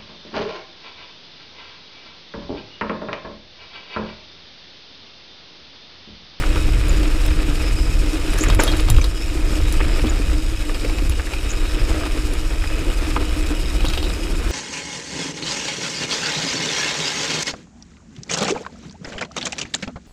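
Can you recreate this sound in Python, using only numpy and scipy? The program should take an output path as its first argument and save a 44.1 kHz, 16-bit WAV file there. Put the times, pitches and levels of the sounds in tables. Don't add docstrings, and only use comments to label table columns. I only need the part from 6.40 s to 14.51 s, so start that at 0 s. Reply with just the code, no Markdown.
import sys
import numpy as np
from scipy import signal
from scipy.fft import rfft, irfft, next_fast_len
from scipy.io import wavfile
from scipy.ndimage import uniform_filter1d, map_coordinates

SR = 44100
rng = np.random.default_rng(int(sys.argv[2]) if len(sys.argv) > 2 else 0)


def dump_mix(stems):
    frames = np.atleast_2d(stems).T
    limited = np.clip(frames, -1, 1)
    pcm = np.round(limited * 32767).astype(np.int16)
    wavfile.write(sys.argv[1], SR, pcm)


N = 357651
TIME = np.arange(N) / SR
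HIT = TIME[:SR // 4]

OPEN_WIND_DB, SHELTERED_WIND_DB, TREES_S, TREES_FADE_S = -15.5, -19, 3.8, 0.69
# (middle [s], half length [s], change of wind [dB])
GUSTS = [(0.407, 0.23, 1.5), (1.794, 0.078, -6), (2.134, 0.035, 5), (2.547, 0.091, 7.5),
         (2.803, 0.18, -5.5), (3.473, 0.15, 3.5), (4.3, .15, -3), (4.656, 0.051, 4), (4.877, 0.089, -6),
         (5.43, 0.033, 6), (7.45, 0.12, 2.5), (7.8, 0.18, -4)]
# (frequency [Hz], density [dB per Hz])
BUFFET_SPECTRUM = [(10, -33), (18, -1), (30, 2.5), (45, -1.5), (67, -6.5), (100, -19.5), (156, -30.5),
                   (260, -45), (500, -70)]
# (frequency [Hz], density [dB per Hz])
FLUTTER_SPECTRUM = [(40, -14), (92, 6.0), (160, -5.0), (240, -17.5), (600, -57.0)]

# (time [s], level [dB])
GROUND = [(0.0, -29.5), (0.29, -31.5), (0.59, -31), (1.53, -33.5), (2.21, -29), (2.5, -32), (2.64, -35.5),
          (2.8, -34.5), (3.52, -31), (4.13, -34.5), (4.79, -34.5), (5.0, -34), (5.49, -31.5), (6.08, -34),
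          (6.66, -32), (7.88, -34.5), (8.11, -31)]
# (middle [s], half length [s], drop of the contact noise [dB])
HOPS = [(0.625, 0.015, 3), (2.174, 0.013, 8), (2.74, 0.018, 3)]
DRONE_DB, DRONE_GROWS = -32, 0.98
CRUNCH_DB, CRUNCH_GROWS = -35.5, 1.35
DUST_DB, DUST_GROWS = -42.5, 0.54
FREEWHEEL_DB, FREEWHEEL_GROWS = -39, 0.11

# (frequency [Hz], width [Hz], level [dB])
HOUSING_MODES = [(313, 22.3, -3.5), (364, 200, -12.5), (469, 39, -19.5), (643, 31, -21.5)]
# (frequency [Hz], gain [dB])
DRONE_COLOUR = [(100, 4.0), (280, 2.5), (650, 0.0), (1200, -10.0), (4000, -28)]
HUM_HZ, HUM_WANDER_HZ, HUM_DB = 308.7, 7.47, -36.5

# (time [s], clicks per second [1/s])
CLICK_RATE = [(0, 98), (1.5, 163), (2.9, 102), (4.2, 99), (5.3, 116), (6.9, 107), (8.1, 143)]
# (frequency [Hz], width [Hz], level [dB])
HUB_MODES = [(2543, 104, 6), (2920, 124, 3), (3252, 40, 2), (3770, 150, 1), (4983, 82, 5),
             (5310, 190, -0.5), (6300, 150, -3.5), (6790, 160, -2), (7260, 220, -3.5), (7840, 114, -2),
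             (8450, 100, -8), (10065, 50, -11)]
# (frequency [Hz], gain [dB])
FREEWHEEL_COLOUR = [(800, -26), (2200, 4), (15000, -1.5)]
# (time [s], rms level at the top [dB], frequency [Hz])
SWELLS = [(1.27, -40, 5130), (1.39, -40, 5050), (2.82, -39, 5110), (3.09, -43, 5060), (3.55, -40, 5000),
          (4.98, -36.5, 2500), (7.27, -44, 5000)]
SWELL_HALF_S, SWELL_WIDTH_HZ = 0.05, 280

PEBBLE_RATE, PEBBLE_DB = 13, -47.5
# (frequency [Hz], width [Hz], level [dB])
RIM_MODES = [(1210, 310, 2.2), (1710, 2500, 1.1), (2600, 500, 5)]
CRACKLE_RATE, CRACKLE_DB = 110, -47
# (frequency [Hz], gain [dB])
CRACKLE_COLOUR = [(400, -2), (1300, -8.5), (3000, -1.0), (6000, -12.5), (14000, -19), (17000, -46)]

BEND_S, BEND_HALF_S, BEND_DB = 7.8, 0.81, -35.5
# (frequency [Hz], width [Hz], level [dB])
CASING_MODES = [(181, 52, -8), (337, 52, 1), (930, 51, -4)]
# (frequency [Hz], gain [dB])
GROWL_COLOUR = [(80, -11), (170, 5.0), (950, -12.5), (2000, -22)]
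# (middle [s], half length [s], rms level at the middle [dB])
SKIDS = [(2.24, 0.096, -31), (5.617, 0.11, -35.5)]
# (frequency [Hz], width [Hz], level [dB])
TREAD_MODES = [(630, 61, 2), (1240, 120, -6)]
# (time [s], rms level at the start [dB], t60 [s])
SPRAYS = [(1.974, -29, 0.45), (2.203, -26, 0.5)]
# (frequency [Hz], gain [dB])
GRAVEL_COLOUR = [(420, 11), (800, -9), (1600, 0), (4000, -2), (6000, -1), (11000, -12), (15000, -18),
                 (17000, -40)]

# (time [s], rms level at the top [dB], half length [s], pitch [Hz])
CHIRPS = [(0.495, -22, 0.0024, 6900), (2.014, -26, 0.0087, 7200), (2.034, -26.5, 0.011, 7260),
          (2.087, -26, 0.0031, 6900), (2.204, -26.5, 0.0092, 7100), (2.617, -25.5, 0.0037, 6400),
          (3.698, -32, 0.0071, 6800), (5.109, -31, 0.014, 6850), (7.486, -30, 0.0038, 7005)]
# (time [s], peak level [dB])
PINGS = [(.483, -21), (0.863, -19), (1.938, -22), (1.986, -15), (2.037, -15.5), (2.148, -15.5),
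         (2.236, -4.5), (2.369, -15), (2.405, -19), (2.501, -5), (2.644, -21.5), (3.325, -14.5),
         (4.696, -13.5), (5.936, -20.5)]
# (frequency [Hz], gain [dB])
PING_COLOUR = [(2000, -4.5), (5000, -6), (8000, -5.5), (10200, 1.5), (12500, -11.5), (14700, -10),
               (15400, -12), (16500, -38)]
# (frequency [Hz], level [dB], t60 [s])
METAL_MODES = [(3265, -10, .16), (3760, -9, .1), (7228, -12, .1), (10065, -4, .055), (14170, -15, .08),
               (14585, -8, .04)]

# (time [s], peak level [dB], centre frequency [Hz])
SLAPS = [(0.632, -18, 2700), (2.101, -13, 3100), (2.277, -10.5, 3660), (2.317, -16, 4080),
         (2.398, -16.5, 3800), (2.486, -16, 3500), (2.565, -15, 2630), (2.614, -18.5, 2460),
         (2.641, -15.5, 3920), (3.669, -20, 3400), (4.346, -18.5, 2580), (4.448, -18.5, 2300),
         (4.497, -21, 2400), (4.585, -18, 2560), (4.719, -19.5, 2570), (4.935, -16, 2400),
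         (5.252, -20, 2550), (7.406, -16.5, 2460), (7.451, -16, 2900), (7.464, -17, 3800),
         (7.484, -21, 3750), (7.501, -15, 2700), (7.535, -15, 2700), (7.575, -13.5, 2860),
         (7.628, -16, 2950), (7.641, -18, 3740), (7.698, -21, 3680)]
# (frequency [Hz], width [Hz], level [dB])
SLAP_MODES = [(4400, 900, -10), (1300, 900, -9)]
# (frequency [Hz], gain [dB])
SLAP_COLOUR = [(400, 12), (1200, -3.5), (4600, -5.5), (6000, -11), (14000, -11)]
RATTLE_DB, RATTLE_T60_S = -23, 0.24
# (frequency [Hz], width [Hz], level [dB])
CHAIN_MODES = [(1600, 810, 4), (2730, 600, 5), (3810, 180, 13), (4420, 1300, -28)]

# (time [s], peak level [dB], centre frequency [Hz])
KNOCKS = [(0.038, -14.5, 1410), (0.159, -17, 1326), (1.963, -22, 1040), (1.988, -21, 1500),
          (2.038, -10.5, 2050), (2.059, -18, 1640), (2.1, -14, 1110), (2.192, -13, 2170), (2.195, -8, 910),
          (2.198, -5, 1560), (2.202, -10, 560), (2.345, -23, 1600), (2.485, -23, 900), (2.584, -16, 1100),
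          (3.404, -15, 1910), (3.645, -19, 800), (3.716, -21, 700), (4.295, -19, 1600), (4.447, -26, 900),
          (4.797, -16, 1615), (4.871, -20, 1900), (5.494, -19, 650), (5.514, -23, 493), (5.562, -23, 570),
          (5.611, -25, 1200), (5.635, -21, 1210), (5.662, -17, 1240), (6.239, -19, 1870),
          (6.763, -10.5, 1200), (7.445, -19, 1316)]
# (frequency [Hz], width [Hz], level [dB])
KNOCK_MODES = [(515, 70, -4), (900, 160, -9), (1240, 90, -2), (2450, 700, -8)]
# (frequency [Hz], gain [dB])
KNOCK_COLOUR = [(150, -20), (330, 10.5), (2200, 5.5), (3300, -4), (6000, -14), (14000, -40)]
# (time [s], peak level [dB], pitch of the tyre's bounce [Hz])
THUMPS = [(1.083, -19, 288), (2.01, -14.5, 312), (2.089, -17.5, 313), (2.193, -9.5, 400), (2.236, -18, 372),
          (2.588, -17.5, 313), (2.95, -18, 295), (3.414, -16, 400), (3.641, -13, 246), (3.67, -28, 310),
          (3.8, -15, 296), (4.449, -18.5, 505), (4.622, -19.5, 303), (6.468, -18, 343), (6.766, -20, 306),
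          (7.444, -17.5, 335), (7.659, -23, 333)]
# (frequency [Hz], gain [dB])
THUMP_COLOUR = [(120, -13), (310, 5.5), (550, -1.5), (900, -23), (5000, -45)]

# (frequency [Hz], density [dB per Hz])
CRUNCH_SPECTRUM = [(250, -8.5), (550, -2), (774, -10.5), (920, -2), (1060, -5.5), (1240, 1.5), (1420, -1.5),
                   (1990, -3), (2510, -1), (3220, -7), (3860, -7), (4700, -16), (6100, -29), (10000, -90)]
# (frequency [Hz], density [dB per Hz])
DUST_SPECTRUM = [(3000, -34), (4200, 5.5), (5500, 9), (5950, 1.5), (6700, 3), (8800, 4.5), (9700, 0),
                 (10300, -1), (11200, -5), (12500, -4), (14000, -11), (15500, -18), (17000, -40)]
TOP_HZ = 15450


def amp(db):
    return 10 ** (np.asarray(db) / 20)


def unit(x):
    return x / np.sqrt(np.mean(x ** 2) + 1e-20)


def curves(rows):
    s, *cols = np.transpose(rows)
    return [np.interp(TIME, s, c) for c in cols]


def wobble(rate):
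    knots = rng.standard_normal(int(N * rate / SR) + 4)
    coarse = TIME[::8]
    return np.interp(TIME, coarse, map_coordinates(knots, [coarse * rate]))


def filtered(x, response):
    size = next_fast_len(len(x) + SR // 4)
    hz = np.fft.rfftfreq(size, 1 / SR)
    return irfft(rfft(x, size) * response(hz), size)[:len(x)]


def coloured(x, points):
    f, db = np.transpose(points)
    return unit(filtered(x, lambda hz: amp(np.interp(np.log(hz + 1), np.log(f), db))))


def resonate(x, modes):
    def response(f):
        return sum(amp(db) * 1j * f * w / (c * c - f * f + 1j * f * w) for c, w, db in modes)
    return unit(filtered(x, response))


def fade(t60):
    return np.exp(-np.log(1000) * HIT / max(t60, 1e-3))


def bell(s, half_s):
    return np.exp(-((TIME - s) / half_s) ** 2)


def grains(rate, spread_db):
    present = rng.random(N) < rate / SR
    size = amp(spread_db * np.minimum(rng.exponential(size=N), 4))
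    return unit(present * size * rng.choice([-1, 1], N))


def add(track, s, db, hit):
    part = track[max(round(s * SR), 0):][:len(hit)]
    part += (amp(db) * hit / np.abs(hit).max())[:len(part)]


def burst(t60):
    stutter = amp(3.44 * wobble(270)[:len(HIT)])
    return rng.standard_normal(len(HIT)) * (fade(0.0062) + fade(t60) * stutter)


def metal_ring(top_hz):
    ring = 0
    for hz, db, t60 in METAL_MODES:
        strength = amp(db + rng.normal(0, 1.2)) / (1 + (hz / top_hz) ** 4)
        ring = ring + strength * fade(t60) * np.sin(2 * np.pi * hz * HIT)
    return ring


def wind():
    shelter = (1 + np.tanh((TIME - TREES_S) / TREES_FADE_S)) / 2
    steady_db = OPEN_WIND_DB * (1 - shelter) + SHELTERED_WIND_DB * shelter
    level_db = steady_db + sum(db * bell(s, half_s) for s, half_s, db in GUSTS)
    eddies = coloured(rng.standard_normal(N), BUFFET_SPECTRUM)
    swell = np.sqrt(np.abs(uniform_filter1d(eddies ** 2, size=SR // 9)))
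    buffet = amp(level_db + 1.26 * wobble(14)) * unit(eddies / swell)
    flutter = coloured(rng.standard_normal(N), FLUTTER_SPECTRUM)
    return buffet + amp(1.996 * level_db - 1.5 + 3.8 * wobble(25)) * flutter


def drone(ground_db, jolt):
    shaking = rng.standard_normal(N) * amp(2.0 * jolt)
    boom = coloured(resonate(shaking, HOUSING_MODES), DRONE_COLOUR)
    pitch_hz = HUM_HZ + HUM_WANDER_HZ * wobble(30)
    hum = unit(np.sin(2 * np.pi * np.cumsum(pitch_hz) / SR) * amp(2.7 * wobble(18)))
    return amp(DRONE_DB + DRONE_GROWS * ground_db) * boom + amp(HUM_DB + 1.2 * ground_db) * hum


def freewheel(ground_db):
    rate, = curves(CLICK_RATE)
    teeth = np.cumsum(rate * (1 + .012 * wobble(14))) / SR
    since_click = (teeth % 1) / rate
    scatter = np.exp(-since_click / 0.0025) + 0.25
    clicks = scatter * rng.standard_normal(N) * amp(2.76 * wobble(110))
    ring = np.zeros(N)
    for hz, width, db in HUB_MODES:
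        ring += amp(db + 2.3 * wobble(10)) * np.sqrt(width) * resonate(clicks, [(hz, width, 0)])
    ring = map_coordinates(ring, [(TIME + 0.000717 * wobble(6)) * SR])
    swells = np.zeros(N)
    for s, db, hz in SWELLS:
        narrow = resonate(clicks, [(hz, SWELL_WIDTH_HZ, 0)])
        tone = resonate(narrow, [(hz, 2 * SWELL_WIDTH_HZ, 0)])
        swells += amp(db) * bell(s, SWELL_HALF_S) * tone
    return swells + amp(FREEWHEEL_DB + FREEWHEEL_GROWS * ground_db) * coloured(ring, FREEWHEEL_COLOUR)


def pebbles(ground_db):
    taps = signal.fftconvolve(grains(PEBBLE_RATE, spread_db=0.0), burst(t60=0.046))[:N]
    return amp(PEBBLE_DB + ground_db) * coloured(resonate(taps, RIM_MODES), KNOCK_COLOUR)


def crackle(ground_db):
    impacts = grains(CRACKLE_RATE, spread_db=3.5)
    energy = signal.fftconvolve(impacts ** 2, fade(t60=0.0058) ** 2)[:N]
    snaps = np.sqrt(np.abs(energy)) * rng.standard_normal(N)
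    return amp(CRACKLE_DB + ground_db) * coloured(snaps, CRACKLE_COLOUR)


def cornering():
    growl = coloured(resonate(rng.standard_normal(N), CASING_MODES), GROWL_COLOUR)
    return amp(BEND_DB) * bell(BEND_S, BEND_HALF_S) * growl


def skids():
    slips = rng.standard_normal(N) * amp(4.5 * wobble(110))
    scrape = coloured(resonate(slips, TREAD_MODES), KNOCK_COLOUR)
    return scrape * sum(amp(db) * bell(s, half_s) for s, half_s, db in SKIDS)


def spray():
    shower = sum(amp(db - 60 * np.abs(TIME - s) / t60) * (TIME > s) for s, db, t60 in SPRAYS)
    ticks = np.zeros(N)
    for hz in np.geomspace(420, 13000, 20):
        ticks += np.sqrt(hz) * resonate(grains(rate=190, spread_db=1.0), [(hz, hz / 10, 0)])
    return shower * coloured(ticks, GRAVEL_COLOUR)


def brakes():
    waver_hz = 110 * wobble(60) + 400 * wobble(1500)
    grip = unit(amp(4.4 * wobble(500)))
    chirps = np.zeros(N)
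    for s, db, half_s, hz in CHIRPS:
        tone = unit(np.sin(2 * np.pi * np.cumsum(hz + waver_hz) / SR))
        chirps += amp(db) * bell(s, half_s) * tone
    return grip * chirps


def pings():
    track = np.zeros(N)
    for s, db in PINGS:
        envelope = fade(t60=0.0072) * (1 - fade(t60=0.0017))
        crack = coloured(rng.standard_normal(len(HIT)), PING_COLOUR) * envelope
        add(track, s, db, crack + 0.27 * np.gradient(metal_ring(top_hz=20000)))
    return track


def rattle():
    shiver = np.zeros(N)
    for s, db, _ in SLAPS:
        add(shiver, s, db + RATTLE_DB, fade(RATTLE_T60_S))
    links = rng.standard_normal(N) * amp(4 * wobble(220))
    return shiver * coloured(resonate(links, CHAIN_MODES), SLAP_COLOUR)


def slaps():
    track = np.zeros(N)
    for s, db, hz in SLAPS:
        clack = coloured(resonate(burst(t60=0.058), [(hz, 480, 0)] + SLAP_MODES), SLAP_COLOUR)
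        ring = amp(2.7 * db + 31) * metal_ring(top_hz=4500)
        add(track, s, db, clack / np.abs(clack).max() + ring)
    return track


def knocks():
    track = np.zeros(N)
    for s, db, hz in KNOCKS:
        blow = burst(t60=0.057 * amp(0.19 * db))
        clonk = resonate(blow, [(hz, 440, 0)] + KNOCK_MODES)
        add(track, s, db, coloured(clonk, KNOCK_COLOUR))
    return track


def thumps():
    track = np.zeros(N)
    for s, db, hz in THUMPS:
        tyre_modes = [(hz, 45, 3), (515, 60, -9)]
        boom = resonate(burst(t60=0.07), HOUSING_MODES + tyre_modes)
        add(track, s - .002, db, coloured(boom, THUMP_COLOUR))
    return track


def tyres(ground_db, jolt, contact):
    grit = unit(rng.standard_normal(N) + grains(rate=420, spread_db=2.5))
    sand = unit(rng.standard_normal(N) + 0.83 * grains(rate=1600, spread_db=-2.0))
    crunch_gain = amp(CRUNCH_DB + CRUNCH_GROWS * ground_db + 1.07 * jolt)
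    dust_gain = amp(DUST_DB + DUST_GROWS * ground_db + 2.25 * wobble(45))
    crunch = crunch_gain * coloured(grit, CRUNCH_SPECTRUM)
    return crunch + contact * dust_gain * coloured(sand, DUST_SPECTRUM)


def scene():
    ground_db, = curves(GROUND)
    ground_db = ground_db - ground_db.mean()
    jolt = wobble(38)
    contact = amp(-sum(db * bell(s, half_s) for s, half_s, db in HOPS))
    touching = freewheel(ground_db) + pebbles(ground_db) + crackle(ground_db)
    touching = touching + tyres(ground_db, jolt, contact)
    rolling = drone(ground_db, jolt) + contact * touching
    sliding = cornering() + skids() + spray()
    hits = brakes() + pings() + rattle() + slaps() + knocks() + thumps()
    return (wind() + rolling + sliding + hits)[None]


def record(dry):
    limited = dry[0] / (1 + np.abs(dry[0]) ** 8) ** (1 / 8)
    return filtered(limited, lambda hz: hz < TOP_HZ)[None]


dry = scene()
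out = record(dry)
dump_mix(out)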